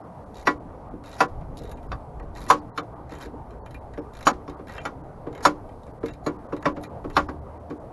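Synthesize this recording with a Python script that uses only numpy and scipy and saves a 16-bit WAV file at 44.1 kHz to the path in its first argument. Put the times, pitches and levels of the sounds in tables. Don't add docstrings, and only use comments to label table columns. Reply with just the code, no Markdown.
import sys
import numpy as np
from scipy import signal
from scipy.fft import rfft, irfft
from scipy.io import wavfile
from scipy.ndimage import uniform_filter1d, map_coordinates

SR = 44100
rng = np.random.default_rng(int(sys.argv[2]) if len(sys.argv) > 2 else 0)


def boost_factor(decibels):
    exponent = np.asarray(decibels, float) / 20
    return 10 ** exponent


def inscribe(sig):
    pcm = np.round(np.clip(np.atleast_2d(sig).T, -1, 1) * 32767)
    wavfile.write(sys.argv[1], SR, pcm.astype(np.int16))


N = 349272


def place(times, gains):
    out = np.zeros(N)
    np.add.at(out, (np.asarray(times) * SR).astype(int), gains)
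    return out


def fade(clicks, t60, rise_s=0.0002):
    tail = signal.lfilter([1], [1, -boost_factor(-60 / (t60 * SR))], clicks + 1e-18)
    r = np.exp(-1 / (rise_s * SR))
    return signal.lfilter([1 - r], [1, -r], tail)


def band(x, low_hz, high_hz):
    return signal.sosfilt(signal.butter(2, [low_hz, high_hz], "band", fs=SR, output="sos"), x)


def flicker(depth_db, rate):
    points = rng.standard_normal(500)
    coarse = map_coordinates(points, [np.arange(N // 64 + 2) * 64 * rate / SR], order=3)
    return np.interp(np.arange(N) / 64, np.arange(len(coarse)), boost_factor(depth_db * coarse))


def coloured(spectrum, patchy_db, rate):
    hz, db = np.transpose(spectrum)
    edges = 12 * 2 ** np.arange(0, 10.3, 1 / 3)
    white, out = rng.standard_normal((2, N)), 0
    for k, (low, high) in enumerate(zip(edges, edges[1:])):
        level_db = np.interp(np.log(low * high) / 2, np.log(hz), db, left=-99)
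        if level_db > -60:
            out = out + boost_factor(level_db) * flicker(patchy_db, rate) * band(white[k % 2], low, high)
    return out / out.std()


def ring(times, level_db, modes, bursts, scatter_db, spread_s=.001):
    out, at = np.zeros(N), (np.asarray(times) * SR).astype(int)
    luck = rng.standard_normal((len(at), len(modes)))
    signs = rng.choice([-1, 1], (len(at), len(modes)))
    latest = np.maximum(np.searchsorted(at, np.arange(N), side="right") - 1, 0)
    lags = (rng.random(len(modes)) * spread_s * SR).astype(int)
    for (hz, db, t60), own, sign, lag in zip(modes, luck.T, signs.T, lags):
        force = bursts * (sign * boost_factor(level_db + db + scatter_db * own))[latest]
        r, w = boost_factor(-60 / (t60 * SR)), 2 * np.pi * hz / SR
        mode = signal.lfilter([0, np.sin(w)], [1, -2 * r * np.cos(w), r * r], force + 1e-18)
        out[lag:] += mode[:N - lag]
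    return out


# f/Hz, level/dB per Hz
HISS_SPECTRUM = [(1180, -28), (2000, -16), (3270, -3.5), (3840, 0), (7950, -6), (10600, -4.5), (12000, 1),
                 (12500, -35), (16200, -65), (22000, -120)]


def hiss():
    return boost_factor(-75) * flicker(1.0, 4.3) * coloured(HISS_SPECTRUM, patchy_db=1.0, rate=13.0)


# f/Hz, level/dB per Hz
TRAFFIC_SPECTRUM = [(59, -1), (100, 2), (192, -4.5), (291, -3), (340, -8.5), (446, -4), (514, -9.5),
                    (584, 0), (654, -4), (1000, -9), (1900, -36.5), (2130, -75), (3000, -88), (3900, -54.5),
                    (6600, -120)]


def traffic():
    return boost_factor(-41.5) * flicker(0.66, 3.0) * coloured(TRAFFIC_SPECTRUM, patchy_db=2.62, rate=17.0)


# f/Hz, level/dB per Hz
WIND_SPECTRUM = [(8.8, -39), (15, 4), (38, 0), (58, 6.5), (97, -9.5), (161, -5.5), (200, -35.5), (260, -81),
                 (440, -120)]
# t/s, level/dB
WIND_GUSTS = [(0.0, -65), (0.44, -45.5), (1.3, -46.5), (1.32, -31.5), (1.68, -41.5), (1.72, -37.5),
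              (1.79, -40), (1.96, -32.5), (2.05, -44.5), (2.29, -36), (2.82, -56), (3.2, -45),
              (6.81, -46.5), (6.9, -67), (7.06, -35), (7.79, -63), (7.81, -44), (7.92, -59)]


def wind():
    gust_db = np.interp(np.arange(N) / SR, *np.transpose(WIND_GUSTS))
    return boost_factor(gust_db) * coloured(WIND_SPECTRUM, patchy_db=3.5, rate=14.0)


def far_engine():
    middle_s, long_s, hz = 7.28, 0.29, 74.7
    hum = band(rng.standard_normal(N), hz * 0.93, hz * 1.13)
    hum = band(hum, hz * 0.89, hz * 1.23)
    swell = np.exp(-((np.arange(N) / SR - middle_s) / long_s) ** 2)
    return boost_factor(-39) * hum / hum.std() * swell


# t/s, panel level/dB, then relative to it bay/dB, bracket/dB, top/dB
HANDLE_BLOWS = [(0.47, -7, -11.5, -6, -22), (1.204, -3, -20, -10.5, -21.5), (1.917, -20, -22, -26, -45),
                (2.5005, 0, -22.5, -21, -17), (2.776, -16, -15, -11, -21), (4.2683, -1, -19.5, -15.5, -20),
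                (4.852, -16.5, -16.5, -11.5, -19), (5.4507, -2, -14.5, -11.5, -15),
                (6.2628, -16.5, -3, -12.5, -18.5), (6.655, -8, -9, -11.5, -53), (7.166, -4, -17, -13, -23)]
# bay/dB, bracket/dB, tool/dB, top/dB
BOUNCE_COLOUR = [0, -27.5, -26.5, -39]
# t/s, panel level/dB, then relative bay/dB, bracket/dB, tool/dB
BODY_NUDGES = [(0.932, -66, 34, -18, -30), (1.602, -50.5, 15.5, -15, -31), (2.198, -45, 0, -20, -24),
               (2.228, -53.5, 11, -19, -24), (2.989, -64, 22.5, -16, -38), (3.113, -43.5, 7.5, -15, -9),
               (3.211, -47, -3, -12, -4), (3.255, -56.5, 20.5, -13, -4), (3.328, -62, 27, -18, -36),
               (3.974, -33, 5, -9.5, -28), (4.477, -33.5, 4, -14, -20), (4.592, -38, 1, -20, -42),
               (5.266, -33.5, 5, -40, -41), (5.874, -51.5, 9.5, -5, -21), (6.031, -28.5, 3.5, -42, -36),
               (6.524, -25.5, 2, -35, -30), (6.767, -32.5, 5.5, -14, -23), (7.043, -31.5, 4.5, -37, -36),
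               (7.286, -26, -2, -13.5, -26), (7.334, -51, 7, -18, -34), (7.704, -34, 7.5, -26, -24)]


def contacts():
    rows = []
    for s, db, bay, bracket, top in HANDLE_BLOWS:
        tool = -15.5 + 0.2 * top
        rows.append((s, db, bay, bracket, tool, top))
        rows.append((s + .033, db - 29.5, *BOUNCE_COLOUR))
    for s, db, bay, bracket, tool in BODY_NUDGES:
        rows.append((s, db, bay, bracket, tool, tool - 5))
    return np.transpose(sorted(rows))


# f/Hz, level/dB, t60/s
BAY_MODES = [(156, -4.5, .16), (265.6, -1, 0.077), (300, 1, 0.26), (370.8, -6, 0.27)]
SHELL_MODES = [(461, 3.5, 0.11), (489.5, -6, 0.24), (563.8, 3.5, 0.12)]
PANEL_MODES = [(645, -11, .09), (710, -9, .09), (770, -5, .11), (836, -5, .1), (895, -9, .09),
               (1012, -1, .12), (1108, 1, .11), (1162, -2, .09), (1222, -4, .08), (1292, -6, .08)]
BRACKET_MODES = [(1407, 0, .1), (1516, -5, .08), (1625, -8, .08), (1746, -8, .1), (1937, -7, .09),
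                 (2183, -12, .1), (2298, -10, .09)]
TOOL_MODES = [(2608, 14, 0.06), (3050, 15.5, 0.05), (3560, 21, 0.035), (3960, 20, 0.03), (4265, 20, 0.03),
              (4650, 17, 0.04), (5240, 15, 0.04), (5600, 17, 0.03), (5900, 12, 0.04)]
HEAD_MODES = [(6600, 4, 0.05), (6490, 10, 0.013), (6800, 13.5, 0.056), (7000, 10.5, 0.035),
              (8230, -11, 0.028), (8570, 4, 0.034), (10540, -12, .04), (11600, -4, .04)]


def knocks():
    s, panel_db, bay_db, bracket_db, tool_db, top_db = contacts()
    bay_db, bracket_db = panel_db + bay_db, panel_db + bracket_db
    tool_db, top_db = panel_db + tool_db, panel_db + top_db
    shell_db = panel_db + 0.81 * (bay_db - panel_db)

    rattle_s, step = 0.0087, np.arange(4000) / SR
    rattle_shape = np.exp(-step / rattle_s) / np.sqrt(rattle_s * SR)
    rattle, blow = np.zeros(N), place(s, 0.71)
    for at in (s * SR).astype(int):
        rattle[at:at + 4000] = rng.standard_normal(4000) * rattle_shape

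    out = ring(s, panel_db - 9, PANEL_MODES, .7 * blow + rattle, scatter_db=1.5, spread_s=.0012)
    out += ring(s, bracket_db, BRACKET_MODES, blow + .5 * rattle, scatter_db=2.5, spread_s=0.00263)
    out += ring(s, top_db - 20, HEAD_MODES, .4 * blow + rattle, scatter_db=-3.5, spread_s=0.0022)
    out += ring(s, shell_db - 4.5, SHELL_MODES, blow + 0.66 * rattle, scatter_db=2.5, spread_s=0.00617)
    out += ring(s, bay_db - 0.5, BAY_MODES, blow + 0.13 * rattle, scatter_db=0.0, spread_s=.008)
    out += ring(s, tool_db - 18.5, TOOL_MODES, 0.47 * blow + 0.72 * rattle, scatter_db=4.0, spread_s=0.00313)

    white = rng.standard_normal(N)
    out += band(white, 795, 1506) * fade(place(s, boost_factor(panel_db + 5.5)), 0.099, rise_s=0.00079)
    out += band(white, 1600, 2360) * fade(place(s, boost_factor(bracket_db + 1.5)), 0.076, rise_s=0.00087)
    out += band(white, 200, 400) * fade(place(s, boost_factor(bay_db + 13.0)), 0.18, rise_s=0.0089)
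    out += band(white, 1400, 5600) * fade(place(s, boost_factor(tool_db - 0.5)), 0.047, rise_s=0.00053)
    out += band(white, 6040, 12500) * fade(place(s, boost_factor(top_db - 3.5)), 0.049, rise_s=0.0015)
    loose_parts = fade(place(s, boost_factor(tool_db - 9.5)), 0.17, rise_s=0.004) * flicker(2.2, 45.0)
    out += band(white[::-1], 1500, 6000) * loose_parts
    return signal.sosfilt(signal.butter(3, 130, "high", fs=SR, output="sos"), out)


# first tooth t/s, last tooth t/s, first level/dB, last level/dB, relative socket ring/dB
BACK_SWINGS = [(0.343, 0.426, -50.5, -48, 1), (1.0383, 1.165, -50.5, -47.5, 5),
               (1.571, 1.588, -49, -48, -3), (1.619, 1.714, -51.5, -52, 5.5), (2.351, 2.4645, -46, -49, 5),
               (3.093, 3.202, -51.5, -53, 11), (3.209, 3.258, -42, -55.5, 6.5), (4.135, 4.227, -55, -43, 8),
               (4.67, 4.7795, -48.5, -47.5, 12.5), (5.3275, 5.406, -52.5, -47.5, 11),
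               (6.059, 6.1357, -45.5, -51, 10)]
TEETH_PASSED = [7, 12, 3, 6, 11, 8, 7, 6, 9, 4, 4]
# t/s, peak level/dB, then relative socket ring/dB, fizz/dB
SINGLE_TICKS = [(1.7715, -58.5, 16, -12), (1.8286, -57.5, 9, 1), (2.1964, -57.5, 20.5, -11),
                (3.5055, -56.5, 10, -2), (3.6598, -50, 14, -1), (3.708, -49, 8, -1),
                (3.7435, -49.5, 14.5, 1.5), (3.9354, -53.5, 16, -8), (3.9788, -62, -3, 4),
                (4.496, -47.5, 9.5, -3), (4.8147, -53, 12, -7), (1.41, -63, 18, -10), (5.69, -60, 13, -6),
                (5.8327, -58.5, -2, -3), (5.8663, -59, 16.5, -24), (6.5222, -59, 24, -15),
                (6.5648, -48, 14, -4), (6.6256, -45, 18, -2), (6.763, -57, 20, -10), (6.8117, -59, 0, 4),
                (6.8268, -57, 13, 8), (6.8353, -41.5, 9, -0.5), (7.0408, -66, 3, 6), (7.0993, -48, 14, -1),
                (7.131, -55, 0, -12), (7.2913, -53, 1, -10), (7.6999, -53.5, 13, -4)]


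def teeth():
    rows = list(SINGLE_TICKS)
    for (first_s, last_s, first_db, last_db, socket_db), count in zip(BACK_SWINGS, TEETH_PASSED):
        luck, way = rng.standard_normal((4, count)), np.linspace(0, 1, count)
        jitter = 2 * 0.11 * way * (1 - way) * luck[0] / count
        s = first_s + (last_s - first_s) * (way ** 1.1 + jitter)
        off_db = 2.5 * luck
        peak_db = first_db + (last_db - first_db) * way + off_db[1]
        rows += zip(s, peak_db, socket_db + off_db[2], off_db[3] - 3)
    return np.transpose(sorted(rows))


# f/Hz, level/dB, t60/s
PAWL_MODES = [(2960, -9, .01), (3800, 5, .013), (4100, 2, .011), (4500, -5, .01), (5190, -5, .012),
              (5780, -6, .008), (6780, -4, .011), (7300, -7, .009)]
# f/Hz, level/dB, t60/s
SOCKET_MODES = [(1350, -5, .035), (1650, -4, .045), (1920, 0, .055), (2150, -5, .04), (2400, -3, .05),
                (2700, -7, .035), (3100, -9, .04)]


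def ratchet():
    s, peak_db, socket_db, fizz_db = teeth()
    socket_db, fizz_db = peak_db + socket_db, peak_db + fizz_db
    scrape = 0.13 * rng.standard_normal(N) * fade(place(s, 0.32), 0.1)
    snaps = place(s, 0.89) + scrape
    out = ring(s, peak_db - 7, PAWL_MODES, snaps, scatter_db=3.0, spread_s=.002)
    out += ring(s, socket_db - 16, SOCKET_MODES, snaps, scatter_db=5.5, spread_s=0.0044)
    white = rng.standard_normal(N)
    out += band(white, 570, 1800) * fade(place(s, boost_factor(socket_db + 2.0)), 0.099, rise_s=0.00078)
    out += band(white, 2100, 9800) * fade(place(s, boost_factor(peak_db + 2)), 0.048)
    out += band(white, 8400, 18000) * fade(place(s, boost_factor(fizz_db + 3.5)), 0.052)
    return out


def scene():
    notch = signal.butter(2, [7850, 8600], "bandstop", fs=SR, output="sos")
    tool = signal.sosfilt(notch, knocks() + ratchet())
    return (tool + wind() + traffic() + hiss() + far_engine())[None]


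def reframe(x, centres_s, hop_s, change):
    size = 2 * int(hop_s * SR)
    at = (np.asarray(centres_s) * SR).astype(int)[:, None] + np.arange(size) + size // 2
    window = np.sin(np.pi * (np.arange(size) + .5) / size)
    out = np.pad(x, (size, 2 * size))
    spectra = rfft(out[at] * window)
    added = irfft(change(spectra, np.fft.rfftfreq(size, 1 / SR)), size)
    np.add.at(out, at, added * window)
    return out[size:size + N]


def smear_attacks(x):
    def noise(spec, hz):
        size = np.abs(spec)
        load_db = 20 * np.log10(size.mean(axis=1, keepdims=True) + 1e-6)
        tilt_db = -24.5 + 24 * hz ** 2 / (hz ** 2 + 3100 ** 2)
        share = boost_factor(0.23 * load_db + tilt_db)
        return share * uniform_filter1d(size, size=15) * np.exp(2j * np.pi * rng.random(spec.shape))
    hop_s = 1024 / 48000
    centres_s = np.arange(int(N / SR / hop_s) + 1) * hop_s + .0044
    return reframe(x, centres_s, hop_s, noise)


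DULL_MOMENTS = [.029, .252, .592, .9, 1.274, 1.745, 1.881, 2.214, 2.607, 2.821, 2.949, 3.801, 4.007, 4.325,
                4.56, 4.793, 5.028, 5.926, 5.999, 6.116, 6.379, 6.48, 6.597, 6.639, 6.741, 6.886, 7.28,
                7.407, 7.59, 7.791]
# start t/s, frames in a row [count]
DULL_RUNS = [
    (2.708, 3),
    (3.601, 4),
]


def drop_treble(x):
    def thin(spec, hz):
        size = np.abs(spec)
        strong = size > boost_factor(7.0 + hz / 4000) * uniform_filter1d(size, size=60)
        kept = uniform_filter1d(1. * strong, size=3) > .1
        return spec * (hz > 2050) * (boost_factor(6) * kept - 1)
    runs = [s + .0145 * k for s, count in DULL_RUNS for k in range(count)]
    return reframe(x, list(DULL_MOMENTS) + runs, 0.0135, thin)


def low_pass(x):
    return signal.sosfilt(signal.butter(12, 13230, fs=SR, output="sos"), x)


def record(dry):
    x = 0.87 * np.tanh(dry[0] / 0.88)
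    x = drop_treble(smear_attacks(x))
    x = signal.sosfilt(signal.cheby2(12, 38, 12500, fs=SR, output="sos"), x)
    return low_pass(x[None])


dry = scene()
out = record(dry)
inscribe(out)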